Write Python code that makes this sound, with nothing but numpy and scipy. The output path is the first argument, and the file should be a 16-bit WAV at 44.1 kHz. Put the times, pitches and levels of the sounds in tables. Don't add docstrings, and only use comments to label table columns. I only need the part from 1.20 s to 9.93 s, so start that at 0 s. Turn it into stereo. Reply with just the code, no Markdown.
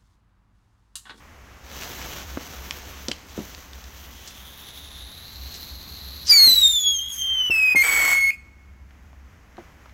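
import sys
import numpy as np
from scipy import signal
from scipy.fft import rfft, irfft, next_fast_len
from scipy.io import wavfile
from scipy.ndimage import uniform_filter1d, minimum_filter1d

SR = 44100
rng = np.random.default_rng(int(sys.argv[2]) if len(sys.argv) > 2 else 0)


def log_audio(samples):
    frames = np.atleast_2d(samples).T
    limited = np.clip(frames, -1, 1)
    pcm = np.round(limited * 32767).astype(np.int16)
    wavfile.write(sys.argv[1], SR, pcm)


N = 385018
TIME = np.arange(N) / SR

# time in seconds, pitch in Hz.
HOWL_PITCH = [(5.09, 4800), (5.106, 4960), (5.117, 4660), (5.165, 4570), (5.19, 4315), (5.258, 4285),
              (5.286, 4060), (5.41, 3860), (5.45, 3690), (5.5, 3665), (5.62, 3400), (5.71, 3330),
              (5.79, 3160), (5.9, 3325), (6.0, 3149), (6.128, 3155), (6.23, 3000), (6.29, 2975)]
# time in seconds, then fundamental, octave and upper partials in dB.
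HOWL_LEVELS = [(5.085, -28, -65, -48), (5.106, -4.5, -27, -23.5), (5.17, -9, -32.5, -28),
               (5.29, -7, -25.5, -18.5), (5.43, -6, -19.5, -23), (5.55, -16.5, -23, -32.5),
               (5.751, -19, -21.5, -37.5), (5.85, -30, -42.5, -49), (5.95, -28, -26, -33),
               (6.1, -21.5, -44, -50), (6.292, -18, -38.5, -45.5)]
# start and length in seconds, first and target pitch in Hz,
# then first level, last level, octave and upper partials in dB.
SHRIEKS = [(6.307, .231, 2715, 2490, -16, -14.5, -36, -39), (6.559, .068, 2146, 2130, -9.5, -14, -34, -28),
           (6.632, .473, 2305, 2175, -20, -16.5, -38, -36), (7.113, .035, 2496, 2477, -30, -42, -66, -57)]
# trim in dB, for partials 3 to 7.
UPPER_TRIMS = [-3.5, -5, -7.5, -8.5, -13]
# time in seconds, left over right in dB, left ear's lead in radians.
TUBE_DIRECTION = [(5.1, -2.5, 0.9), (5.28, -5, 0.74), (5.39, -8.5, 3.5), (5.45, 3.5, 4.5), (5.52, 2, 5),
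                  (5.55, 4, 5), (5.76, 3.5, 5.5), (5.93, 1.5, 4), (6.07, -6.5, -0.5), (6.17, -5.5, -1.53),
                  (6.53, -6.5, -1.45), (6.65, -0.5, -1.4), (7.05, -3.5, 1)]
# time in seconds, extra path in metres.
FLIGHT = [(5.32, .004), (5.353, .0436), (5.393, .134), (5.525, .242), (5.61, .35), (5.78, .485)]
# frequency in Hz, relative level in dB.
JET_ROAR = [(80, -20), (900, -3), (1450, 1.5), (1750, 0.5), (2050, 8), (2350, -3.5), (2650, -11),
            (3200, -1), (4200, -21)]
JET_HISS = [(500, -38), (3000, -1.5), (4000, -15), (5500, -0.5), (7800, -3), (9200, -14), (10800, -2.5),
            (12200, 1), (14000, 0.5), (16000, -9.5)]
# start in seconds, peak in dB, centre in Hz, decay in seconds.
COUGHS = [(5.27, -25, 175, 0.045), (6.298, -23, 160, 0.0095), (6.547, -20, 248, 0.014)]
# time in seconds, level in dB.
FUSE_BURN = [(0, -76), (.4, -62), (.55, -45), (.66, -43), (.97, -41), (1.06, -49), (1.35, -46.5),
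             (1.8, -48.5), (2.02, -56), (2.25, -46.5), (2.5, -54), (3.07, -48.5), (3.25, -52.5),
             (3.65, -50), (3.85, -55.5), (4.33, -48.5), (5.03, -53)]
# frequency in Hz, relative level in dB.
FUSE_FLAME = [(60, -6), (150, 3), (500, 1.5), (1250, 1), (2200, -2), (4000, -8), (8000, -24.5)]
FUSE_HISS = [(1000, -17.5), (3000, -0.5), (5000, -4), (6200, 2), (7300, -6), (9000, -17.5), (12000, -25.5)]
FUSE_FIZZ = [(6000, -31.5), (9000, -41), (10500, -7.5), (12500, -0.5), (15000, 0), (16000, -1)]
# time in seconds, resonance in Hz, level in dB.
TUBE_MOUTH = [(2.3, 2550, -90), (2.7, 2930, -61), (3.05, 3296, -51.5), (3.45, 3610, -46.5),
              (3.9, 3780, -43.5), (4.15, 4128, -43.5), (5.05, 4120, -40.5)]
# frequency in Hz, left-right correlation.
FIRE_IMAGE = [(200, 0.94), (4000, 0.7), (9000, .3)]
# start in seconds, peak in dB, centre in Hz, decay in seconds.
SNAPS = [(.622, -23.5, 2200, 0.0025), (1.509, -13.5, 2500, .0007), (1.884, -10.5, 4250, .0026),
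         (1.915, -11, 3400, .003), (2.348, -23, 3500, .0011), (2.533, -30.5, 3800, .002),
         (2.641, -29, 3980, .002), (3.075, -28, 6060, .012), (4.34, -28.5, 5490, .03),
         (7.708, -40, 1800, .0015), (8.369, -37, 2010, .0016), (8.695, -40, 1800, .002)]
KNOCKS = [(1.172, -16.5, 290, 0.0027), (1.883, -20.5, 237, .008), (1.912, -26.5, 295, 0.0051),
          (2.177, -21, 197, 0.0048), (2.188, -20, 211, .006), (2.2, -28.5, 198, 0.022),
          (7.93, -41.5, 704, 0.0031), (8.38, -29, 340, 0.013), (8.658, -37, 883, 0.0046)]
# frequency in Hz, seconds to fall 60 dB.
TAIL_DECAY = [(200, .5), (2200, 0.71), (6500, 0.71), (15000, 0.18)]
# time in seconds, level in dB.
AIR_LEVEL = [(0, -47.5), (5.05, -49.5), (5.6, -54.5), (7.25, -58), (8.3, -53.5), (8.42, -50.5),
             (8.73, -51.5)]
DRONE_LEVEL = [(.4, -49), (.7, -41), (3.3, -48), (4.7, -41), (5.6, -47), (8.7, -48)]
# frequency in Hz, relative level in dB.
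AIR_COLOUR = [(100, 1), (200, -2), (400, -2.5), (700, -1), (1150, 1.5), (2000, 0), (2800, -7.5),
              (4000, -16), (6500, -12.5), (9000, -27), (12500, -20.5), (16000, -25.5)]
DRONE_COLOUR = [(15, -21), (48, -11.5), (59, 1.5), (68, 6), (74, -7), (82, -4), (100, -13.5), (145, -18.5),
                (180, -17), (270, -20), (900, -60)]
# frequency in Hz, left-right correlation.
NIGHT_IMAGE = [(60, 0.88), (290, 0.82), (640, .1), (1400, -0.32), (3100, 0.024)]

ATTACK_S, RELEASE_S = 0.014, 0.015
FRESH_START_S, FRESH_LENGTH_S = 5.122, .38
RASP_START_S = 6.642


def scream(hz, tone_db, octave_db, upper_db, rasp_db):
    pan_db, lead = curves(TUBE_DIRECTION)
    ear_phase = lead * np.array([[.5], [-.5]])
    fresh_db = gate_db(FRESH_START_S, FRESH_LENGTH_S, ATTACK_S, release_s=FRESH_LENGTH_S)
    weakness = np.clip((-20 - tone_db) / 10.5, 0, 1)
    rough = .067 + .35 * weakness + .22 * amp(rasp_db) + .039 * amp(fresh_db)
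    jitter = .003 * wander(60) + .025 * rough * wander(260)
    phase = 2 * np.pi * np.cumsum(hz * (1 + jitter)) / SR

    def partial(order, db, flutter_db=3.0):
        flutter = flutter_db * np.array([wander(35), wander(35)])
        wave = np.cos(order * phase + ear_phase) * (order * hz < SR / 2)
        return np.sqrt(2) * amp(db + flutter) * ground_reflection(order * hz) * wave

    tone = partial(1, tone_db, flutter_db=1.05) + partial(2, octave_db, flutter_db=2.5)
    for order, trim_db in enumerate(UPPER_TRIMS, start=3):
        jet_colour_db = .6 * spectrum_at(JET_HISS, order * hz)
        tone += partial(order, upper_db + trim_db + jet_colour_db, flutter_db=3.2)
    growl_db = fresh_db - 12 - 30 * ((TIME - FRESH_START_S) / FRESH_LENGTH_S) ** 2
    tone += partial(1 / 2, tone_db + 3 * growl_db + 21)
    tone += partial(3 / 2, tone_db + growl_db - 3)
    tone += partial(5 / 2, tone_db + growl_db - 14)
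    squeal_db = rasp_db - 26 - 29 * np.maximum(TIME - RASP_START_S, 0)
    tone += partial(7 / 2, squeal_db)
    shake = np.maximum(1 + .85 * rough * wander(280), 0) / np.sqrt(1 + rough ** 2 / 2)
    breath = resonate(rng.standard_normal((2, N)), hz, width_hz=300) * amp(tone_db - 28)
    return (tone * shake + breath) * panned(pan_db)


def charge_burn():
    hz, = curves(HOWL_PITCH)
    howl_start, howl_end = HOWL_LEVELS[0][0], HOWL_LEVELS[-1][0]
    levels_db = curves(HOWL_LEVELS) + gate_db(howl_start, howl_end - howl_start, ATTACK_S, RELEASE_S)
    for start, length, first_hz, target_hz, first_db, last_db, octave_db, upper_db in SHRIEKS:
        progress = np.clip((TIME - start) / length, 0, 1)
        sagging_hz = target_hz + (first_hz - target_hz) * np.exp(-progress / .33)
        hz = np.where(TIME > start - ATTACK_S / 2, sagging_hz, hz)
        tone_db = first_db + (last_db - first_db) * progress
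        envelope_db = gate_db(start, length, ATTACK_S, RELEASE_S)
        levels_db = np.maximum(levels_db, [envelope_db + db for db in (tone_db, octave_db, upper_db)])
    return hz, *levels_db


def ground_reflection(hz):
    strength = .63 * during(FLIGHT)
    delay_s = curves(FLIGHT)[0] / 343
    return abs(1 + strength * np.exp(2j * np.pi * hz * delay_s)) / (1 + strength)


def gas_jet(tone_db, upper_db, rasp_db):
    spurts = amp(1.9 * wander(300))
    roar = noise(JET_ROAR, FIRE_IMAGE, band_hz=(300, 1800), drive=spurts)
    hiss = noise(JET_HISS, FIRE_IMAGE, band_hz=(5200, 15800), drive=spurts)
    roar_db = tone_db - 31.5 - 13 * during(FLIGHT, fade_s=.055)
    hiss_db = upper_db - 7.5 - 2 * during(FLIGHT, fade_s=.1)
    roar *= np.hypot(amp(roar_db), amp(rasp_db - 31.5))
    hiss *= np.hypot(amp(hiss_db), amp(rasp_db - 30.5))
    spit = resonate(rng.standard_normal((2, N)) * spurts, hz=np.full(N, 5300), width_hz=2300)
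    spit *= amp(-24 + gate_db(start_s=5.075, hold_s=.04, attack_s=.068, release_s=.25))
    return roar * panned(-2) + (hiss + spit) * panned(-6.5)


def coughs():
    return bursts(COUGHS, bandwidth=2.8, spread=.3, pan_db=-3.5)


def fuse():
    burn_db, = curves(FUSE_BURN)
    inside = np.clip((TIME - 1.7) / 1.3, 0, 1)
    sparks = (rng.random(N) < 160 / SR) * np.minimum(rng.exponential(1, N), 4)
    sputter = amp(wander(26) + 1.5 * wander(400)) * (1 + 2.7 * sparks)
    flame = noise(FUSE_FLAME, FIRE_IMAGE, drive=sputter) * amp(burn_db + 3 - 7.6 * inside)
    hiss = noise(FUSE_HISS, FIRE_IMAGE, drive=sputter)
    hiss *= amp(burn_db + 2.5 - 1.5 * inside + .8 * wander(17))
    flare_db = .22 * (burn_db + 48.5)
    fizz = noise(FUSE_FIZZ, FIRE_IMAGE, drive=sputter)
    fizz *= amp(burn_db + flare_db - 3 + 1.6 * inside + 1.7 * wander(7))
    fire = flame * panned(-1.2) + hiss * panned(-5) + fizz * panned(-6.5)
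    return (fire + tube_mouth(sputter) * panned(-9)) * during(FUSE_BURN, fade_s=.13)


def tube_mouth(sputter):
    hz, level_db = curves(TUBE_MOUTH)
    flow = (rng.standard_normal(N) + .37 * rng.standard_normal((2, N))) * sputter
    lower = resonate(flow, hz, width_hz=700)
    upper = resonate(flow, 2.9 * hz, width_hz=1500) * amp(-8 + (level_db - level_db.max()) / 3)
    return (lower + upper) * amp(level_db)


def snaps():
    return bursts(SNAPS, bandwidth=1.5, spread=.89, pan_db=-12.5)


def knocks():
    return bursts(KNOCKS, bandwidth=1.74, spread=.17, pan_db=-2.5, ring=.16)


def outdoor_echo(dry, near_db, echo_db, echo_s, smear_s):
    t = np.arange(SR) / SR
    taps = rng.standard_normal((2, SR)) * (rng.random((2, SR)) < 2000 / SR) * (t > .004)
    hz, age, scatter = signal.stft(taps, SR, nperseg=256)
    tail = amp(-60 * age / spectrum_at(TAIL_DECAY, hz)[:, None])
    near = amp(near_db) * np.exp(-age / .025)
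    echo = amp(echo_db - hz[:, None] / 700) * np.exp(-((age - echo_s) / smear_s) ** 2)
    response = signal.istft(scatter * (tail + near + echo), SR, nperseg=256)[1]
    return signal.fftconvolve(dry, response / np.linalg.norm(response[0]), axes=1)[:, :N]


def night():
    air = noise(AIR_COLOUR, NIGHT_IMAGE) * amp(curves(AIR_LEVEL)[0] + .71 * wander(8))
    drone = noise(DRONE_COLOUR, NIGHT_IMAGE) * amp(curves(DRONE_LEVEL)[0])
    return air * panned(-1.5) + drone * panned(-3.5)


def bursts(rows, bandwidth, spread, pan_db, ring=0):
    mix, t = np.zeros((2, N)), np.arange(8192) / SR
    hz = np.fft.rfftfreq(len(t), 1 / SR)
    treble_cut = 1 / (1 + (hz / 7500) ** 6) + .074
    for start, peak_db, centre_hz, decay_s in rows:
        middle, *sides = rng.standard_normal((3, len(t)))
        ringing = ring * np.sin(2 * np.pi * centre_hz * t)
        puff = (middle + spread * np.array(sides) + ringing) * np.exp(-t / decay_s)
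        ratio = 1j * hz / centre_hz
        band = bandwidth * ratio / (1 + bandwidth * ratio + ratio ** 2)
        puff = irfft(rfft(puff) * treble_cut * band ** 2)
        puff *= amp(peak_db) / abs(puff.mean(0)).max()
        slot = mix[:, round(start * SR):][:, :len(t)]
        slot += puff[:, :slot.shape[1]]
    return mix * panned(pan_db)


def noise(colour, image, band_hz=(20, 16000), drive=1):
    size = next_fast_len(N)
    hz = np.fft.rfftfreq(size, 1 / SR)
    left, other = rfft(rng.standard_normal((2, N)) * drive, size)
    likeness = np.clip(spectrum_at(image, hz), -1, 1)
    right = likeness * left + np.sqrt(1 - likeness ** 2) * other
    gain = amp(spectrum_at(colour, hz))
    band_share = np.sum(gain[(hz > band_hz[0]) & (hz < band_hz[1])] ** 2) / np.sum(gain ** 2)
    return unit(irfft(np.array([left, right]) * gain, size)[:, :N]) / np.sqrt(band_share)


def wander(rate_hz):
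    size = next_fast_len(N)
    hz = np.fft.rfftfreq(size, 1 / SR)
    return unit(irfft(rfft(rng.standard_normal(size)) / (1 + (hz / rate_hz) ** 4), size)[:N])


def resonate(x, hz, width_hz):
    carrier = np.exp(2j * np.pi * np.cumsum(hz) / SR)
    pole = np.exp(-np.pi * width_hz / SR)
    return unit((carrier * signal.lfilter([1], [1, -2 * pole, pole * pole], x / carrier)).real)


def gate_db(start_s, hold_s, attack_s, release_s):
    early, late = np.maximum(start_s - TIME, 0), np.maximum(TIME - start_s - hold_s, 0)
    return np.maximum(-60 * (early / attack_s + late / release_s), -200)


def during(rows, fade_s=.014):
    return np.clip(np.minimum(TIME - rows[0][0], rows[-1][0] - TIME) / fade_s + 1, 0, 1)


def curves(rows):
    times, *columns = np.transpose(rows)
    return [np.interp(TIME, times, column) for column in columns]


def spectrum_at(points, hz):
    point_hz, values = np.transpose(points)
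    return np.interp(np.log(hz + 1), np.log(point_hz + 1), values)


def panned(db):
    ratio = np.atleast_1d(amp(db))
    return np.array([ratio, np.ones_like(ratio)]) / np.sqrt((1 + ratio ** 2) / 2)


def amp(db):
    return 10 ** (np.asarray(db) / 20)


def unit(x):
    return x / np.sqrt(np.mean(abs(x) ** 2) + 1e-20)


def scene():
    hz, tone_db, octave_db, upper_db = charge_burn()
    rasp_db = gate_db(RASP_START_S, hold_s=.28, attack_s=.08, release_s=.34)
    direct = fuse() + scream(hz, tone_db, octave_db, upper_db, rasp_db)
    direct += gas_jet(tone_db, upper_db, rasp_db) + coughs() + snaps() + knocks()
    echo = outdoor_echo(direct, near_db=18, echo_db=-23.5, echo_s=.4, smear_s=.14)
    return direct + amp(-11.5) * echo + night()


def record(dry):
    needed_gain = 1 / np.maximum(abs(dry).max(0) / .97, 1)
    limited = dry * uniform_filter1d(minimum_filter1d(needed_gain, size=256), size=256)
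    low_pass = signal.firwin(511, cutoff=15900, window=("kaiser", 9), fs=SR)
    return signal.oaconvolve(limited, low_pass[None], "same")


dry = scene()
out = record(dry)
log_audio(out)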